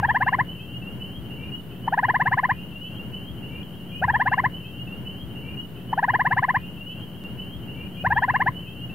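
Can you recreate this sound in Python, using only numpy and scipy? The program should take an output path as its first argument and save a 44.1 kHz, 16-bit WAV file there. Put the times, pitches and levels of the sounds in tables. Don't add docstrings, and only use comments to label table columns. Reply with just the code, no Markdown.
import sys
import numpy as np
from scipy import signal
from scipy.fft import rfft, irfft, next_fast_len
from scipy.io import wavfile
from scipy.ndimage import uniform_filter1d, map_coordinates

SR = 44100
rng = np.random.default_rng(int(sys.argv[2]) if len(sys.argv) > 2 else 0)


def bounce(signal):
    frames = np.transpose(np.atleast_2d(signal))
    limited = np.clip(frames, -1, 1)
    pcm = np.round(limited * 32767).astype(np.int16)
    wavfile.write(sys.argv[1], SR, pcm)


def amplitude_ratio(level_db):
    exponent = np.asarray(level_db, float) / 20
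    return 10 ** exponent


N = 394254


def unit(x):
    return x / np.sqrt(np.mean(x ** 2) + 1e-20)


def along(points, hz):
    f, v = np.transpose(points)
    return np.interp(np.log(hz + 1), np.log(f + 1), v)


def over_time(points):
    return np.interp(np.arange(N) / SR, *np.transpose(points))


def wobble(rate):
    knots = rng.standard_normal(int(N * rate / SR) + 4)
    return map_coordinates(knots, [np.arange(N) * rate / SR])


def filtered(x, response):
    m = next_fast_len(N + SR // 2)
    return irfft(rfft(x, m) * response(np.fft.rfftfreq(m, 1 / SR)), m)[..., :N]


def rush(spectrum, alike):
    def mid_side(hz):
        turn = np.arccos(np.clip(along(alike, hz), -1, 1)) / 2
        return amplitude_ratio(along(spectrum, hz)) * [np.cos(turn), np.sin(turn)]

    mid, side = filtered(rng.standard_normal((2, N)), mid_side)
    return unit(np.array([mid + side, mid - side]))


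def add(track, s, sound):
    part = track[..., round(s * SR):][..., :sound.shape[-1]]
    part += sound[..., :part.shape[-1]]


def envelope(u, db, tilt_db, on, attack_db, off, release_db):
    attack = attack_db * np.clip(on - u, 0, 9) ** 2
    release = release_db * np.clip(u - off, 0, 9) ** 2
    return amplitude_ratio(db + tilt_db * u - attack - release)


# pitch_hz, level_db (per Hz)
HUM = [(53, -23), (90, -10), (118, 0.5), (177, -4.5), (200, -3.5), (252, -7.5), (546, -19.5), (992, -26.5),
       (1200, -29.5), (1410, -27.5), (2150, -33.5), (2300, -36), (2990, -34), (5060, -120)]
# pitch_hz, likeness (0..1)
HUM_ALIKE = [(40, 0.74), (130, 0.87), (300, 0.9), (700, 0.79), (1500, 0.53)]
# pitch_hz, level_db (per Hz)
DEEP = [(25, -37), (45, 4.5), (60, 4), (80, 18.5), (100, -10), (130, -50.5)]
# start_s, level_db
TRAFFIC = [(4.01, -50), (4.04, -36.5), (4.74, -50.5), (5.33, -41), (6.02, -51), (6.65, -48), (6.88, -53),
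           (7.04, -47.5), (7.24, -49.5)]
HUM_DB, HUM_FOLLOWS = -38.5, 0.2
DEEP_DB, DEEP_GROWS, DEEP_SWING_DB = -47, .8, 1


def hum():
    swell_db = over_time(TRAFFIC) - np.mean(TRAFFIC, axis=0)[1]
    hum_db = HUM_DB + HUM_FOLLOWS * swell_db
    deep_db = DEEP_DB + DEEP_GROWS * swell_db + DEEP_SWING_DB * wobble(9)
    fan = np.sin(2 * np.pi * np.cumsum(178 + 2.5 * wobble(12)) / SR) * amplitude_ratio(-41.5 + 1.5 * wobble(15))
    fan += np.sin(2 * np.pi * np.cumsum(120 + 2 * wobble(10)) / SR) * amplitude_ratio(-46 + 2 * wobble(12))
    murmur = amplitude_ratio(hum_db + 1.16 * wobble(14)) * rush(HUM, HUM_ALIKE)
    rumble = amplitude_ratio(deep_db) * rush(DEEP, [(30, .4), (60, 0.99), (100, 0.24)])
    return murmur + rumble + fan


# pitch_hz, t60_s
POND = [(500, 0.065), (1000, 0.069), (2000, 0.19), (4000, 0.13)]


def pond(x):
    hz, t, z = signal.stft(rng.standard_normal((2, SR // 4)), SR, nperseg=128)
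    tail = signal.istft(z * amplitude_ratio(-60 * t / along(POND, hz)[:, None]), SR, nperseg=128)[1]
    delayed = np.pad(x, (200, 0))[None]
    return signal.fftconvolve(delayed, tail / np.linalg.norm(tail[0]), axes=1)[:, :N]


def peep(length, from_hz, to_hz, db, peak, half_db=-30, tail_db=-18, sag_db=-4, bend=0.33):
    u = np.arange(-.35, 1.35, 1 / (length * SR))
    turn = 2 * np.pi * np.cumsum(from_hz + (to_hz - from_hz) * (u + bend * u * (1 - u))) / SR
    start = np.clip(u / .1 + .6, 0, 1)
    edges = start * np.clip((1.08 - u) / .2, 0, 1)
    swell = edges ** 2 * amplitude_ratio(sag_db * ((u - peak) / .5) ** 2)
    swell += amplitude_ratio(tail_db) * start * np.clip((1.35 - u) / .5, 0, 1)
    return amplitude_ratio(db - 7.5) * swell * (np.sin(turn) + amplitude_ratio(half_db) * np.sin(turn / 2))


# start_s, length_s, pitch_hz (at the start), level_db
PEEPS = [(4.012, .04, 2500, -44), (4.298, .09, 2694, -37), (4.526, .075, 2909, -33),
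         (4.578, 0.14, 2665, -44.5), (4.655, .2, 2571, -40.5), (4.796, 0.064, 2817, -32.5),
         (4.883, 0.12, 2670, -33.5), (5.055, 0.073, 2910, -31), (5.063, .17, 2647, -42),
         (5.364, 0.045, 2710, -36), (5.446, 0.12, 2298, -46), (5.46, 0.147, 2700, -38.5),
         (5.494, .12, 2520, -51.5), (5.577, 0.071, 2826, -27.5), (5.778, 0.11, 2576, -47.5),
         (5.883, 0.087, 2930, -38), (6.099, 0.046, 2854, -33.5), (6.276, .07, 2630, -45.5),
         (6.568, 0.17, 2387, -48), (6.625, .1, 2730, -38), (6.781, 0.091, 2692, -38),
         (6.868, 0.087, 2880, -30.5), (6.906, 0.17, 2625, -38.5), (7.052, 0.16, 2926, -45.5),
         (5.357, 0.077, 2830, -38), (5.706, .12, 2820, -48), (6.601, .06, 2900, -54.5),
         (7.333, .1, 2406, -43), (7.341, .08, 2807, -34)]
# start_s, length_s, pitch_hz (at the start), level_db
SHRILL = [(4.116, 0.041, 3150, -45.5), (4.173, 0.04, 3120, -45.5), (4.64, 0.064, 3002, -36),
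          (4.717, .1, 2900, -43.5), (5.271, .07, 2925, -45), (5.139, .11, 2948, -38.5),
          (5.57, .05, 3050, -45), (5.756, 0.069, 3010, -49.5), (6.111, 0.045, 3075, -42.5),
          (6.761, 0.055, 3034, -51), (6.89, .06, 3120, -50), (6.985, .07, 3028, -38.5),
          (7.26, 0.091, 3006, -45.5)]
# pitch_hz, level_db
CHORUS = [(2250, -37), (2550, -20), (2750, -0.5), (2950, 5), (3150, -6), (3300, -14), (3500, -33.5)]
# start_s, level_db
DRONE = [(4.001, -56), (4.4, -53.5), (4.761, -52), (4.91, -52), (6.26, -56.5), (6.59, -52), (6.97, -50),
         (7.271, -51), (7.448, -40.5)]
RISE_HZ_PER_S, RISE_GROWS, SHRILL_HZ_PER_S = 1100, 1.7, 2800
PEAK_EARLY, PEAK_LATE = .25, .7


def peepers(far_db=0.5, blur_db=-2.5, count=450):
    pair, drone_db = np.zeros((2, N)), over_time(DRONE)
    near = [(*row, RISE_HZ_PER_S + RISE_GROWS * (row[2] - 2310), PEAK_EARLY) for row in PEEPS]
    near += [(*row, SHRILL_HZ_PER_S, PEAK_LATE) for row in SHRILL]
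    for (s, length, hz, db, rise, peak), pan_db in zip(near, rng.normal(0, 0.91, len(near))):
        call = peep(length, hz, hz + rise * length, db, peak)
        add(pair, s - 0.44 * length, amplitude_ratio([[pan_db], [-pan_db]]) * call)
    for when, size, note, slope, loud, pan in rng.random((count, 6)):
        s, length, hz = 3.9 + 3.6 * when, 0.0504 + 0.0583 * size, 2700 + 380 * note
        db = far_db - 9 * loud + drone_db[int(s * SR)]
        call = peep(length, hz, hz + length * (1200 + 1400 * slope), db, 0.14)
        add(pair, s, amplitude_ratio([[5 * pan - 2.5], [2.5 - 5 * pan]]) * call)
    pair *= amplitude_ratio(1.5 * np.array([wobble(90), wobble(90)]) + 2 * wobble(75))
    pair += amplitude_ratio(-1) * pond(pair.mean(axis=0))
    return pair + amplitude_ratio(drone_db + blur_db + 1.5 * wobble(14)) * rush(CHORUS, [(3000, 0.31)])


# start_s, level_db, pitch_hz, t60_s
KNOCKS = [
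    (4.016, -28, 560, .06),
    (6.146, -22, 400, .022),
]


def knocks():
    out, t = np.zeros(N), np.arange(SR // 20) / SR
    for s, db, hz, t60 in KNOCKS:
        decay = amplitude_ratio(db - 60 * t / t60) * (1 - np.exp(-t / 0.00057))
        add(out, s, decay * np.sin(2 * np.pi * hz * t * (1 + 12 * t)))
    return out


# start_s, length_s, middle_pitch_hz, end_pitch_hz, puff_level_db
PULSES = [(4.0199, .037, 845, 1024, -20), (4.078, .037, 818, 963, -26.5), (4.1362, .0363, 874, 979, -24),
          (4.195, .0357, 886, 1006, -36), (4.2565, .034, 864, 1026, -20.5),
          (4.3142, .0357, 874, 1048, -24.5), (4.3744, .034, 907, 1052, -47), (4.436, .0352, 912, 1024, -18),
          (5.927, .014, 878, 1030, -40), (5.974, 0.028, 830, 950, -30.5), (6.025, .03, 856, 994, -40),
          (6.0794, .0333, 890, 1010, -23), (6.134, .0325, 883, 1010, -24), (6.191, .033, 905, 1030, -27.5),
          (6.2481, .0332, 906, 1020, -22.5), (6.307, .0338, 890, 1030, -21), (6.366, .0339, 922, 1040, -20),
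          (6.4233, .0332, 901, 1053, -49), (6.482, .0334, 936, 1038, -26), (6.541, .0349, 896, 1025, -19.5)]
TRILL_STARTS = [
    3.93,
    5.926,
]
# start_s, start_pitch_shift_hz
SETTLING = [(4.02, -48), (4.08, 40.5), (4.135, 24), (4.19, -5.5), (5.9, 2), (5.93, 23), (5.976, -50),
            (6.03, -9.5), (6.08, -6.5)]
# multiple of the pitch, level_db
HIGHER = [(3, 2.5), (4, -13.5), (5, -21), (6, -25.5)]
# pitch_hz, level_db
RASP = [(500, -41), (800, -22.5), (1300, 17), (1800, 9.5), (2600, -13.5), (4200, -13), (5400, -14.5),
        (6500, -65)]
# pitch_hz, width_hz, level_db
SAC = [(1018.6, 54, -12.5), (1754, 66, 1)]
# level_db, tilt_db, on (share), attack_db, off (share), release_db
TONE = (-0.5, 2, 0.2655, 379, 0.8458, 601.5)
OCTAVE = (-1.5, -1.5, 0.36, 299, 0.6962, 220.5)
OVERTONES = (-32, 9.5, .5, 90.5, 0.73, 798.5)
TRILL_DB, TIRES_DB_PER_S = -17, -1.5
COLD_OCTAVE_DB, WARM_UP_S = -11.5, 0.04
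COLD_SOFTER, COLD_LEAD_S = .17, 0.0061
LEAD_IN_DB, LEAD_IN_S, LEAD_IN_WIDE_S, SCOOP_HZ = -13.5, 0.00039, 0.0019, 68.6
CATCH_DB = 10.5


def sac_response(hz):
    return 1 + sum(amplitude_ratio(db) * 1j * hz * w / (c * c - hz * hz + 1j * hz * w) for c, w, db in SAC)


def treefrog(start_hz=740, catch_hz=775, dip_db=-8.5, dip_at=0.49, rasp_db=-24, stutter_db=-9):
    voice, breath = np.zeros(N), np.zeros(N)
    shake, smear = .006 * wobble(300), .45 * wobble(200)
    tone_flutter_db, octave_flutter_db = .6 * wobble(250), .8 * wobble(300)
    for s, length, mid_hz, end_hz, _ in PULSES:
        since = s - max(start for start in TRILL_STARTS if start < s)
        octave_db = COLD_OCTAVE_DB * np.exp(-since / WARM_UP_S)
        db = TRILL_DB + TIRES_DB_PER_S * since + COLD_SOFTER * octave_db
        lead_s = LEAD_IN_S - COLD_LEAD_S * np.exp(-since / 0.054)
        u = np.arange(-.4, 1.3, 1 / (length * SR))
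        here = slice(round(s * SR), round(s * SR) + len(u))

        shift = np.interp(s, *np.transpose(SETTLING))
        pitches = [start_hz + shift, catch_hz + shift, mid_hz, end_hz, 1.044 * end_hz]
        glide = uniform_filter1d(np.interp(u, [.08, .2, .5, .83, .95], pitches), size=90, mode="nearest")
        turn = 2 * np.pi * np.cumsum(glide * (1 + shake[here])) / SR
        low, octave, high = [amplitude_ratio(db) * envelope(u, *part) for part in (TONE, OCTAVE, OVERTONES)]

        depth = np.clip((length - .0275) / .006, -.6, 1)
        dip = dip_db * depth * np.exp(-((u - dip_at) / .14) ** 2)
        dip += stutter_db * np.exp(-((u * length - .0028) / 0.00024) ** 2)
        tone = low * amplitude_ratio(dip + tone_flutter_db[here]) * np.cos(turn)
        blip = amplitude_ratio(db + LEAD_IN_DB) * np.exp(-((u * length - lead_s) / LEAD_IN_WIDE_S) ** 2)
        tone += blip * np.cos(2 * np.pi * (start_hz + shift - SCOOP_HZ) * u * length)
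        tone += octave * amplitude_ratio(octave_db + octave_flutter_db[here]) * np.cos(2 * turn + 2.6)
        partials = sum(amplitude_ratio(level) * np.cos(k * turn + (k - 2) * smear[here]) for k, level in HIGHER)
        tone += high * amplitude_ratio(octave_db) * partials
        add(voice, s - .45 * length, tone)
        air = octave * amplitude_ratio(octave_db) + amplitude_ratio(CATCH_DB) * np.roll(blip, 110)
        add(breath, s - .45 * length, air * (1 + np.cos(turn)))
    return filtered(voice, sac_response) + amplitude_ratio(rasp_db) * breath * rush(RASP, [(1000, 1.0)])[0]


PUFF_HZ, PUFF_AT = 131.6, 0.95


def puffs(rise=0.0081):
    out, t = np.zeros(N), np.arange(SR // 20) / SR
    swell = (t / rise * np.exp(1 - t / rise)) ** 2.3
    for (s, length, _, _, db), chance in zip(PULSES, rng.standard_normal((len(PULSES), 1))):
        hz = PUFF_HZ * (1 + .07 * chance)
        push = np.cos(2 * np.pi * hz * (t - rise) - .8) * swell
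        add(out, s + PUFF_AT * length - rise, amplitude_ratio(db - 2) * push)
    return out


def scene():
    voice = treefrog()
    late = filtered(voice, lambda hz: np.exp(-2j * np.pi * hz * np.array([[2.4], [0]]) / SR))
    echo = amplitude_ratio(-19.5) * pond(voice)
    near = late + puffs() + knocks() + echo + hum() + peepers()
    return near * amplitude_ratio([[.8], [-.8]])


# start_s, jump_s (night time minus play time), tick_level_db
SPLICES = [
    (.0002, 4.0518, -25),
    (2.986, 1.9288, -44),
    (3.629, 3.4088, -44),
    (4.007, 0, -43),
    (7.239, -2.3243, -28),
    (7.882, -.643, -45),
    (8.030, -4.0235, -43),
]


def join_pieces(dry):
    t, out, joint = np.arange(N) / SR, np.zeros_like(dry), np.zeros(N)
    ends = [row[0] for row in SPLICES[1:]] + [N]
    for (start, shift, tick_db), end in zip(SPLICES, ends):
        fade = np.clip((t - start) / .002 + (start < .001), 0, 1) - np.clip((t - end) / .002, 0, 1)
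        out += fade * np.roll(dry, -round(shift * SR), axis=1)
        joint[round(start * SR)] = amplitude_ratio(tick_db)
    tick = filtered(joint, lambda hz: 5 / (1 + 1j * hz / 1800) ** 1.5)
    return out, tick


# pitch_hz, level_db (per Hz)
HISS = [(2060, -33.5), (3500, 0), (3730, -6.5), (4250, -8.5), (5570, -15), (7810, -14), (13800, -2),
        (15700, -4)]


def preamp_hiss():
    return amplitude_ratio(-55.5) * rush(HISS, [(4000, 0.31), (7000, .05)])


def patchy_band(x, from_hz=3340, to_hz=3760, often=0.13):
    hz, t, z = signal.stft(x, SR, nperseg=1024)
    rows = (hz > from_hz) & (hz < to_hz)
    chance = unit(uniform_filter1d(rng.standard_normal((len(hz) // 3 + 1, len(t))), size=7, axis=1))
    neighbours = np.abs(z[0, (hz > 2850) & (hz < 3300)]).mean(axis=0)
    loud = uniform_filter1d(np.log(neighbours + 1e-9), size=5)
    chance += 1.3 * unit(loud - np.median(loud))
    patches = np.repeat(chance, 3, axis=0)[:len(hz)] > often
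    z[:, rows[:, None] & patches] *= amplitude_ratio(-25)
    return signal.istft(z, SR, nperseg=1024)[1][:, :N]


def low_pass(x):
    return signal.sosfilt(signal.butter(12, 15810, fs=SR, output="sos"), x)


def record(dry):
    out, tick = join_pieces(dry)
    mix = patchy_band(out + preamp_hiss()) + tick
    mix = filtered(mix, lambda hz: hz < 15790) - .0046
    return low_pass(mix)


dry = scene()
out = record(dry)
bounce(out)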